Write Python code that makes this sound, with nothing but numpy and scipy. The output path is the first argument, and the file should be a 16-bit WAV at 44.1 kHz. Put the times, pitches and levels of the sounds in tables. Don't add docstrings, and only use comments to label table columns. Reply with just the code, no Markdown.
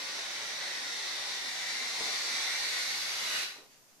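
import sys
import numpy as np
from scipy import signal
from scipy.fft import rfft, irfft
from scipy.io import wavfile
from scipy.ndimage import uniform_filter1d

SR = 44100
rng = np.random.default_rng(int(sys.argv[2]) if len(sys.argv) > 2 else 0)


def unload_audio(sound):
    columns = np.transpose(np.atleast_2d(sound))
    steps = np.round(np.clip(columns, -1, 1) * 32767)
    wavfile.write(sys.argv[1], SR, steps.astype(np.int16))


N = 176400
T = np.arange(N) / SR
HZ = np.maximum(np.arange(N // 2 + 1) * SR / N, 1)


# t/s, level/dB
AIR_FLOW = [(0, -38.5), (.25, -39.5), (.5, -39), (.9, -39.3), (1.4, -39), (1.8, -38), (2.05, -35.5),
            (2.45, -36.5), (2.85, -36.5), (3.12, -38), (3.37, -35.5), (3.43, -39.5), (3.47, -64),
            (3.52, -66), (3.58, -58), (3.63, -81)]
def balloon(flutter_db=.5):
    air = jet() + fizz() + nozzle() + slack_balloon()
    flow = undb(curve(AIR_FLOW) + flutter_db * wobble(per_second=45))
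    gliding_bands = hollow_core() + climbing_ring() + neck_whistle()
    return flow * (air + gliding_bands)


# f/Hz, level/dB
JET_COLOUR = [(60, -52), (125, -20.5), (190, -19.5), (280, -12), (550, -9.5), (1000, -6), (1300, -6),
              (2050, -3), (2700, -4.5), (3150, -5), (3650, 0.6), (4550, 0), (5050, -3), (5900, -2),
              (6700, -7.5), (8400, -13.5), (9400, -13), (10400, -19), (11500, -17.8), (14400, -34.5)]
# t/s, tilt/dB per octave
JET_TILT = [(0, -0.85), (1.5, -0.03), (2.2, 0.17), (2.7, 1.05), (3.1, 0), (3.45, 0)]
def jet(pivot_hz=2920):
    hiss = noise(undb(over_hz(JET_COLOUR)))
    tilt = curve(JET_TILT)
    return sum(band * undb(tilt * np.log2(hz / pivot_hz)) for hz, band in octaves(hiss))


# t/s, level/dB
FIZZ_LEVEL = [(0, -49), (1.8, -36), (2.7, -19.5), (3.3, -14), (3.6, -17)]
def fizz(hz=10900, width_hz=2710):
    return noise(resonances([(hz, width_hz, 0)])) * undb(curve(FIZZ_LEVEL))


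# f/Hz, width/Hz, level/dB
NOZZLE_PITCHES = [(547, 70, -5.5), (767, 70, -.5), (1476, 67, -6), (1890, 100, 4.5), (2310, 100, 0.5),
                  (3700, 440, -4.5), (5620, 260, 1)]
# t/s, level/dB
NOZZLE_LEVEL = [(0, -12), (.5, -7.5), (1.8, -9), (2.1, -11.5), (2.42, -7), (2.8, -9.5), (3.1, -16),
                (3.35, -9)]
def nozzle():
    return noise(resonances(NOZZLE_PITCHES)) * undb(curve(NOZZLE_LEVEL))


# f/Hz, width/Hz, level/dB
SLACK_PITCHES = [(1174, 110, -7), (1500, 97, 0), (1930, 280, 2.5), (2520, 84, 0.5), (2846, 170, 3),
                 (4880, 240, -2.5), (6040, 130, -6)]
# t/s, level/dB
SLACK_LEVEL = [(0, -37), (3.1, -11), (3.27, -5.5), (3.42, -2.5), (3.47, 4), (3.52, -16)]
def slack_balloon():
    return noise(resonances(SLACK_PITCHES)) * undb(curve(SLACK_LEVEL))


# t/s, f/Hz, level/dB
CORE_PATH = [(0, 1983, -15), (.4, 1980, -7), (1.2, 2000, -9), (1.8, 2060, -5), (2.1, 2050, -10.5),
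             (2.46, 2030, -5), (2.53, 2086, 0), (2.585, 2104, -11), (2.645, 2075, 0), (2.695, 2090, -10),
             (2.75, 2102, -1.5), (2.81, 2085, -9), (2.865, 2110, 0.5), (2.92, 2115, -7.5), (3.08, 2120, -5),
             (3.3, 2100, -13)]
def hollow_core():
    return gliding(CORE_PATH, width_hz=425)


# t/s, f/Hz, level/dB
CLIMB_PATH = [(0, 3700, -15), (.7, 3800, -22), (1.1, 3850, -4), (1.5, 3944, -11), (1.8, 4250, -8.5),
              (2.1, 4273, -12), (2.4, 4000, -4.5), (2.58, 4237, -4), (2.85, 4433, -5.5), (3.1, 4670, -7.5),
              (3.3, 4750, -15)]
def climbing_ring():
    return gliding(CLIMB_PATH, width_hz=880)


# t/s, f/Hz, level/dB
WHISTLE_PATH = [(3.12, 3920, -40), (3.24, 3960, -8), (3.35, 4000, -13), (3.42, 4020, -0.5),
                (3.49, 4086, -6), (3.55, 3970, -5), (3.58, 4100, -30)]
def neck_whistle():
    return gliding(WHISTLE_PATH, width_hz=250)


# t/s, level/dB, rise/s
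BUMP_HITS = [(1.98, -47, 0.0078), (2.007, -33.5, 0.0019), (2.055, -42, .005), (3.554, -53, 0.012),
             (3.576, -52.5, 0.011), (3.612, -57, .008), (3.644, -61, 0.004)]
# f/Hz, level/dB
BUMP_COLOUR = [(60, -46), (130, -26), (260, -4.5), (400, -4.5), (700, -7), (1300, -12.5), (4000, -43),
               (14000, -47)]
def bumps(decay_s=0.0083):
    loudness = 0
    for start, db, rise_s in BUMP_HITS:
        age = np.maximum(T - start, 0)
        rise = np.minimum(age / rise_s, 1)
        fall = np.exp(-np.maximum(age - rise_s, 0) / decay_s)
        loudness = loudness + undb(db) * rise * fall
    return loudness * noise(undb(over_hz(BUMP_COLOUR)))


# t/s, length/s, level/dB
RUSTLE_SWELLS = [(3.717, 0.07, -61.5), (3.899, .04, -64)]
# f/Hz, width/Hz, level/dB
RUBBER_COLOUR = [(2390, 2200, 4), (4660, 200, 10), (6650, 1700, 1.5), (10900, 3500, -11)]
def rustles():
    rub = sum(undb(db) * np.exp(-(2 * (T - at) / length) ** 2) for at, length, db in RUSTLE_SWELLS)
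    return rub * noise(resonances(RUBBER_COLOUR))


def room(sound, steps=24, direct_db=-9, changing_share=0.87):
    lead = SR // 2
    running = np.concatenate([sound[lead:0:-1], sound])
    steady = signal.fftconvolve(running[None], echoes(), axes=1)
    hop = len(running) // steps
    fade = np.sin(np.pi * np.arange(2 * hop) / (2 * hop))
    changing = np.zeros((2, len(running) + SR))
    for start in hop * np.arange(steps - 1):
        piece = running[start:start + 2 * hop] * fade
        echoed = signal.fftconvolve(piece[None], echoes(), axes=1)
        changing[:, start:start + echoed.shape[1]] += echoed
    changing = np.sqrt(changing_share) * changing[:, lead:lead + N]
    steady = np.sqrt(1 - changing_share) * steady[:, lead:lead + N]
    return undb(direct_db) * sound + changing + steady


def echoes(size=19200, early_db=-6, early_decay_s=0.016, split_hz=6400, low_s=0.46, high_s=0.49):
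    t = T[:size]
    early = all_around(1, size) * np.exp(-t / early_decay_s)
    late = all_around(1, size)
    low = irfft(rfft(late) / (1 + (bins(size) / split_hz) ** 2), size)
    high = late - low
    tail = low * undb(-60 * t / low_s) + high * undb(-60 * t / high_s)
    return even_out(undb(early_db) * unit(early) + unit(tail)) / np.sqrt(size)


def even_out(pair, fine_hz=70, broad_hz=1500):
    size = pair.shape[1]
    spectra = rfft([pair[0] + pair[1], pair[0] - pair[1]]) / 2
    power = abs(spectra) ** 2
    fine, broad = (uniform_filter1d(power, int(hz * size / SR)) for hz in (fine_hz, broad_hz))
    fade_out = np.minimum(np.linspace(2, 0, size), 1) ** 2
    mid, side = irfft(spectra * np.sqrt(broad / fine), size) * fade_out
    return np.array([mid + side, mid - side])


# f/Hz, likeness (1 = the same, 0 = unrelated)
EAR_LIKENESS = [(60, -0.04), (150, -0.34), (280, 0.61), (500, 1), (1000, 0.21), (3000, 0.034),
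                (14000, -0.13)]
def all_around(gain, size=N):
    likeness = np.clip(over_hz(EAR_LIKENESS, bins(size)), -.95, .95)
    mid, side = rfft(rng.standard_normal((2, size))) * gain * np.sqrt([1 + likeness, 1 - likeness])
    return unit(irfft([mid + side, mid - side], size))


# f/Hz, level/dB
HUSH_COLOUR = [(25, 11), (55, -42), (90, -5), (130, 6.5), (350, 2), (700, 1.5), (1500, -2), (3500, -6),
               (6300, 0.5), (8000, -5.5), (14000, -6)]
def room_hush(level_db=-61):
    return undb(level_db) * all_around(undb(over_hz(HUSH_COLOUR)))


def undb(db):
    return 10 ** (np.asarray(db) / 20)


def unit(x):
    return x / np.sqrt(np.mean(x ** 2))


def curve(rows, column=1):
    columns = np.array(rows, float).T
    return np.interp(T, columns[0], columns[column])


def over_hz(rows, hz=HZ):
    freqs, values = np.array(rows).T
    return np.interp(np.log(hz), np.log(freqs), values)


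def bins(size):
    return np.maximum(np.arange(size // 2 + 1) * SR / size, 1)


def noise(gain):
    return unit(irfft(rfft(rng.standard_normal(N)) * gain, N))


def resonances(rows):
    power = 0
    for hz, width, db in rows:
        off_pitch = (HZ ** 2 - hz ** 2) / (2 * HZ * width)
        power = power + undb(db) ** 2 / (1 + 2 * off_pitch ** 2) ** 2
    return np.sqrt(power)


def gliding(rows, width_hz):
    white = rng.standard_normal(N) + 1j * rng.standard_normal(N)
    slow = np.fft.ifft(np.fft.fft(white) / (1 + (2 * np.fft.fftfreq(N, 1 / SR) / width_hz) ** 2))
    tone = np.exp(2j * np.pi * np.cumsum(curve(rows)) / SR)
    return unit((slow * tone).real) * undb(curve(rows, column=2))


def octaves(x):
    centres = 62.5 * 2. ** np.arange(9)
    spectrum = rfft(x)
    shares = [np.interp(np.log(HZ), np.log(centres), centres == hz) for hz in centres]
    return [(hz, irfft(spectrum * share, N)) for hz, share in zip(centres, shares)]


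def wobble(per_second):
    hold = int(SR / per_second)
    steps = rng.standard_normal(N)[np.arange(N) // hold]
    return unit(uniform_filter1d(uniform_filter1d(steps, hold), hold))


def scene():
    toy = balloon() + rustles()
    thuds = bumps()
    hush = room_hush()
    near_thuds = undb(-6) * thuds
    return room(toy + undb(-3.5) * thuds) + near_thuds + hush


def record(dry, top_hz=14550):
    return signal.sosfilt(signal.ellip(12, .1, 80, top_hz, fs=SR, output="sos"), dry)


dry = scene()
out = record(dry)
unload_audio(out)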